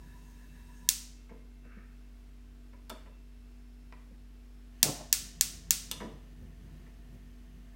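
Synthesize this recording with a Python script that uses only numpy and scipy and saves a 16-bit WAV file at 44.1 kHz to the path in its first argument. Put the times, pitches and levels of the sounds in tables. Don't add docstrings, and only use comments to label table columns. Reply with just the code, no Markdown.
import sys
import numpy as np
from scipy import signal
from scipy.fft import rfft, irfft, next_fast_len
from scipy.io import wavfile

SR = 44100
rng = np.random.default_rng(int(sys.argv[2]) if len(sys.argv) > 2 else 0)


def wav_record(signal):
    frames = np.transpose(np.atleast_2d(signal))
    bounded = np.clip(frames, -1, 1)
    quanta = np.round(bounded * 32767).astype(np.int16)
    wavfile.write(sys.argv[1], SR, quanta)


N = 341775
T = np.arange(N) / SR

# (time [s], near arc [dB], far arcs [dB], low cut [Hz], burner cap ring [dB])
SPARKS = [(0.8889, -1, 4.8, 2600, 1), (4.829, 2.8, 6.3, 750, 0), (5.1272, 1.5, 3.5, 1200, -15.5),
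          (5.4101, 2, .5, 1300, -15), (5.7074, 5, -4.5, 1297, -14)]
# (frequency [Hz], width [Hz], level [dB])
CROWN_MODES = [(998, 230, -16), (1730, 130, -16.5), (2727, 120, -7), (3700, 300, -8), (4640, 550, 0),
               (5450, 750, -2.5), (6850, 590, 4.5), (8250, 320, 3.5), (9151, 620, -1.5), (11040, 503, -9),
               (11600, 550, -3), (13520, 1500, -6), (15580, 1500, -1.5)]
# (frequency [Hz], level [dB])
CRACK_SPECTRUM = [(100, -28.5), (500, -18.5), (1000, -18), (1600, -13.5), (2700, -9), (4000, -5),
                  (5800, -0.5), (7600, -3), (9000, -5), (10500, -10), (13000, -10.5), (15500, -6.5)]
# (time [s], level [dB], high cut [Hz])
FLARES = [(4.83, -28, 520.7), (4.955, -45.5, 900.3)]
# (frequency [Hz], width [Hz], level [dB])
HOLLOW_MODES = [(139.55, 37, 6), (300, 130, -2), (636, 160, 4), (1108.5, 610, -5.5)]
# (frequency [Hz], width [Hz], level [dB])
BIG_TUBE_MODES = [(982.5, 38, 6), (1713, 87, 0), (2660, 78, -10.5), (3773.1, 80, -11.5), (4750, 130, -21),
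                  (5440, 300, -19.5), (6400, 510, -20.5), (8200, 220, -16)]
# (frequency [Hz], width [Hz], level [dB])
SMALL_TUBE_MODES = [(678.4, 12, 5.5), (1082, 40, -6), (1790, 90, -2), (2930, 480, -9), (4700, 300, -21),
                    (6220, 150, -11)]
# (frequency [Hz], level [dB])
FLAME_SPECTRUM = [(30, -22), (70, 3), (110, -7), (152, 1.5), (220, -8.5), (400, -18), (900, -38),
                  (4000, -49)]
# (time [s], tap [dB], thud [dB], tap t60 [s])
KNOCKS = [(1.294, -35.5, -26, .08), (2.732, -38, -44, .04), (2.9005, -23.5, -24, .014),
          (3.06, -36, -37, .08), (3.9245, -30, -43, .016), (6.003, -19, -15, .095),
          (6.865, -41.5, -44, 0.051)]
# (time [s], level [dB])
PALM_BUMPS = [(1.652, -28), (1.768, -24.5), (4.11, -33)]
# (time [s], tick [dB], spring [dB])
VALVE_SNAPS = [(2.8965, -18.5, -44), (2.8998, -20, -16), (5.9132, -11.5, .5)]
# (frequency [Hz], width [Hz], level [dB])
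PANEL_MODES = [(200, 46.3, 5), (309, 139, 4.5), (558.4, 269, 1), (771, 135, -3), (988, 337, -3.5),
               (1420, 280, -11.5), (2000, 485, -0.5), (3370, 1180, -9)]
# (frequency [Hz], width [Hz], level [dB])
SPINDLE_MODES = [(2845, 220, -7), (3520, 220, 1), (5240, 220, 0), (6160, 620, -8), (8360, 960, -13),
                 (9260, 380, -12.5), (12580, 1320, -10)]
# (frequency [Hz], width [Hz], level [dB])
BRUSH_MODES = [(1278, 99, -0.5), (1556, 140, -1), (1810, 110, -1.5), (2250, 205, -6), (2670, 210, -9.5)]
# (frequency [Hz], rms level [dB])
HUM_LINES = [(48.4, -50.5), (145.3, -70), (193.8, -86), (242.2, -62), (290.7, -79.5), (339.1, -79.5),
             (387.6, -80.5), (436.0, -78), (678.3, -84)]
# (frequency [Hz], rms level [dB])
WHINE_LINES = [(1550, -90.5), (2132, -88), (5281, -91)]
# (frequency [Hz], level [dB])
AIR_SPECTRUM = [(25, -10.5), (60, 2.5), (85, 11), (110, -7), (150, 1.5), (200, -2), (280, -2), (400, -10.5),
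                (800, -13.5), (1500, -14.5), (2600, -16.5), (4500, -20.5), (9000, -26), (16000, -29)]
# (frequency [Hz], t60 [s], level [dB])
ECHO_BANDS = [(100, .4, -6.5), (500, 0.5, -0.5), (1500, 0.54, 0), (3000, 0.5474, -2.5), (5740, .55, -5),
              (9470, 0.41, -0.5), (11960, .38, -2.5), (16000, .33, -6)]

BIG_SHUT_S, BIG_SHUT_T60_S = 1, .316
LIGHTS_S, FRONT_RUN_S = FLARES[0][0], .06


def igniter(direct_db=8, bare_db=-15, far_lag_s=.00116, bounce_s=.00027, bounce_db=-7,
            cap_hz=3606, cap_width_hz=220, scatter_db=2, scatter_t60=.013, room_db=3):
    arcs, sparks, caps = np.zeros((3, N))
    t = T[:SR // 40]
    for s, near_db, far_db, corner_hz, cap_db in SPARKS:
        arc = highpass(signal.unit_impulse(len(t)), corner_hz)
        add(sparks, s, np.hypot(undb(near_db), undb(far_db)) * arc)
        for at, db in ((s, near_db), (s + far_lag_s, far_db)):
            add(arcs, at, undb(db) * arc)
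            add(caps, at, undb(db + cap_db) * arc)
            add(arcs, at + bounce_s * np.exp(.25 * rng.standard_normal()), -undb(db + bounce_db) * arc)
    cap_ring = ring(caps, [(cap_hz, cap_width_hz, 0)])
    direct = undb(bare_db) * highpass(arcs, 3000) - ring(arcs, CROWN_MODES) + cap_ring
    cracks = colour(sparks, CRACK_SPECTRUM)
    supports = rng.standard_normal(len(t)) * fade(t, scatter_t60)
    scattered = signal.oaconvolve(cracks, supports / np.linalg.norm(supports))[:N]
    echo = kitchen_echo(cracks, early_db=3, early_t60=.079)
    return undb(direct_db) * direct + undb(scatter_db) * scattered + undb(room_db) * echo


def ignition(pop_db=-8, pop_hz=220, pop_t60=.035, swell_db=16.5, front_t60=.04,
             roar_db=-17, roar_t60=.4, room_db=-7):
    push = bursts([(LIGHTS_S, pop_db, pop_hz, pop_t60)], order=2)
    for s, db, hz in FLARES:
        swell = (T > s) * undb(swell_db * (rise(s, FRONT_RUN_S) - 1))
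        peak_s = s + FRONT_RUN_S
        collapse = release(peak_s, front_t60) + undb(roar_db) * release(peak_s, roar_t60)
        push += undb(db) * swell * collapse * unit(lowpass(rng.standard_normal(N), hz))
    boom = ring(push, HOLLOW_MODES)
    return boom + undb(room_db) * kitchen_echo(boom, early_db=4.5, early_t60=.08908)


def gas_jets(big_db=-64, big_jet_db=-22, gust_db=3.5, small_db=-72.5, small_jet_db=-26,
             small_open_s=4.7, surge_db=10, settle_s=.548):
    big_jet, small_jet = rng.standard_normal((2, N))
    big_tube = sum(ring(big_jet, [mode]) * undb(gust_db * walk(18)) for mode in BIG_TUBE_MODES)
    big_hiss = unit(big_tube + undb(big_jet_db) * big_jet)
    small_hiss = unit(ring(small_jet, SMALL_TUBE_MODES) + undb(small_jet_db) * small_jet)
    big_flow = release(BIG_SHUT_S, BIG_SHUT_T60_S)
    burning_s = np.maximum(T - LIGHTS_S, 0)
    small_flow = rise(small_open_s, length_s=.18) * undb(surge_db * np.exp(-burning_s / settle_s))
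    return undb(big_db) * big_hiss * big_flow + undb(small_db) * small_hiss * small_flow


def flames(big_db=-61, small_db=-56, calming_db_per_s=1.31, flutter_db=3.5):
    big_flame = undb(big_db) * release(BIG_SHUT_S, BIG_SHUT_T60_S)
    burning_s = np.maximum(T - LIGHTS_S, 0)
    small_flame = rise(LIGHTS_S, FRONT_RUN_S) * undb(small_db - calming_db_per_s * burning_s)
    return noise(FLAME_SPECTRUM) * (big_flame + small_flame) * undb(flutter_db * walk(14))


def knobs_and_palm(panel_db=4, bare_db=-5, thud_lag_s=.013, thud_hz=383, bump_hz=190, bump_t60=.04,
                   jolt_db=-15, jolt_hz=1000, jolt_t60=.25, tick_db=-4, tick_t60=.0096,
                   spring_db=7, spring_t60=.019, room_db=-2):
    taps = bursts([(s, db, 1750 * (.05 / t60) ** .2, t60) for s, db, _, t60 in KNOCKS], order=2)
    thuds = bursts([(s + thud_lag_s, db, thud_hz, 3 * t60) for s, _, db, t60 in KNOCKS], order=2)
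    bumps = bursts([(s, db, bump_hz, bump_t60) for s, db in PALM_BUMPS], order=2)
    jolts = bursts([(s, db + jolt_db, jolt_hz, jolt_t60) for s, db, _ in VALVE_SNAPS], order=2)
    pushes = taps + thuds + bumps + jolts
    panel = ring(pushes, PANEL_MODES) + undb(bare_db) * highpass(pushes, 235)
    ticks = bursts([(s, db, 16000, tick_t60) for s, db, _ in VALVE_SNAPS], order=1)
    chatter = bursts([(s, db, 15000, spring_t60) for s, _, db in VALVE_SNAPS], order=1)
    spring = ring(chatter, SPINDLE_MODES)
    direct = undb(panel_db) * panel + undb(tick_db) * ticks + undb(spring_db) * spring
    echo = kitchen_echo(lowpass(direct, 7000, order=1), early_db=8.5, early_t60=.0462)
    return direct + undb(room_db) * echo


def hand_brush(start_s=1.6253, rise_s=.1395, t60=.776, level_db=-60.5, catch_db=1.5, top_hz=2900):
    friction = lowpass(rng.standard_normal(N), top_hz, order=4) * undb(catch_db * walk(90))
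    stroke = np.sqrt(rise(start_s, rise_s)) * release(start_s + rise_s, t60)
    return undb(level_db) * unit(ring(friction, BRUSH_MODES)) * stroke


def whistle(hz=2666, wander_hz=9, start_db=-77.5, fall_db_per_s=3, swell_db=2, flicker_db=3):
    cycles = np.cumsum(hz + wander_hz * walk(40)) / SR
    db = start_db - fall_db_per_s * T + swell_db * walk(3) + flicker_db * walk(20)
    return np.sqrt(2) * np.sin(2 * np.pi * cycles) * undb(db)


def motor(hum_waver_db=1, whine_waver_db=3.5, drift_s=.0004):
    clock = T + drift_s * walk(.984)
    out = np.zeros(N)
    for lines, depth_db in ((HUM_LINES, hum_waver_db), (WHINE_LINES, whine_waver_db)):
        for hz, db in lines:
            waver = depth_db * min(hz / 250, 1) * walk(2.2)
            out += np.sqrt(2) * undb(db + waver) * np.sin(2 * np.pi * (hz * clock + rng.random()))
    return out


def room_tone(level_db=-64, waver_db=.5):
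    return noise(AIR_SPECTRUM) * undb(level_db + waver_db * walk(4))


def kitchen_echo(x, early_db, early_t60, gap_s=.0035):
    t = T[:SR]
    hz, t60, db = np.transpose(ECHO_BANDS)
    log_f = np.log(np.maximum(np.fft.rfftfreq(SR, 1 / SR), 1))
    white = rfft(rng.standard_normal(SR))
    echo = np.zeros(SR)
    for share, decay, gain in zip(np.eye(len(hz)), t60, undb(db)):
        band = irfft(white * np.interp(log_f, np.log(hz), share), SR)
        echo += gain * band * (fade(t, decay) + undb(early_db) * fade(t, early_t60))
    echo *= np.clip(t / gap_s - .5, 0, 1)
    return signal.fftconvolve(x, echo / np.linalg.norm(echo))[:N]


def bursts(rows, order):
    out, t = np.zeros(N), T[:SR // 4]
    for s, db, hz, t60 in rows:
        push = lowpass(rng.standard_normal(len(t)) * fade(t, t60), hz, order=order)
        add(out, s, undb(db) * push / np.linalg.norm(push))
    return out


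def ring(x, modes):
    return sum((-1) ** k * undb(db) * signal.lfilter(*signal.iirpeak(hz, hz / width, fs=SR), x)
               for k, (hz, width, db) in enumerate(modes))


def spectrum_gains(points, size):
    hz, db = np.transpose(points)
    f = np.maximum(np.fft.rfftfreq(size, 1 / SR), 1)
    return undb(np.interp(np.log(f), np.log(hz), db))


def colour(x, points, size=1024):
    cepstrum = irfft(np.log(spectrum_gains(points, size)))
    cepstrum[1:size // 2] *= 2
    cepstrum[size // 2 + 1:] = 0
    return signal.oaconvolve(x, irfft(np.exp(rfft(cepstrum))))[:N]


def noise(points):
    size = next_fast_len(N)
    white = rfft(rng.standard_normal(size))
    return unit(irfft(white * spectrum_gains(points, size), size)[:N])


def walk(rate):
    levels = rng.standard_normal(1024)
    return unit(np.interp(T * rate, np.arange(len(levels)), levels))


def lowpass(x, hz, order=2):
    return signal.sosfilt(signal.butter(order, min(hz, SR / 2 - 1), fs=SR, output="sos"), x)


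def highpass(x, hz):
    return x - lowpass(x, hz, order=1)


def rise(s, length_s):
    return np.clip((T - s) / length_s, 0, 1)


def release(s, t60):
    return fade(np.maximum(T - s, 0), t60)


def fade(t, t60):
    return np.exp(-np.log(1000) * t / t60)


def add(track, s, x):
    i = int(round(s * SR))
    track[i:i + len(x)] += x[:N - i]


def undb(db):
    return np.exp(np.asarray(db) * np.log(10) / 20)


def unit(x):
    return x / np.std(x)


def scene():
    hob = igniter() + knobs_and_palm() + hand_brush() + ignition() + gas_jets() + flames()
    return np.tile(hob + whistle() + motor() + room_tone(), (2, 1))


def record(dry):
    high_cut = signal.ellip(10, .2, 70, 15900, fs=SR, output="sos")
    return signal.sosfilt(high_cut, np.tanh(dry))


dry = scene()
out = record(dry)
wav_record(out)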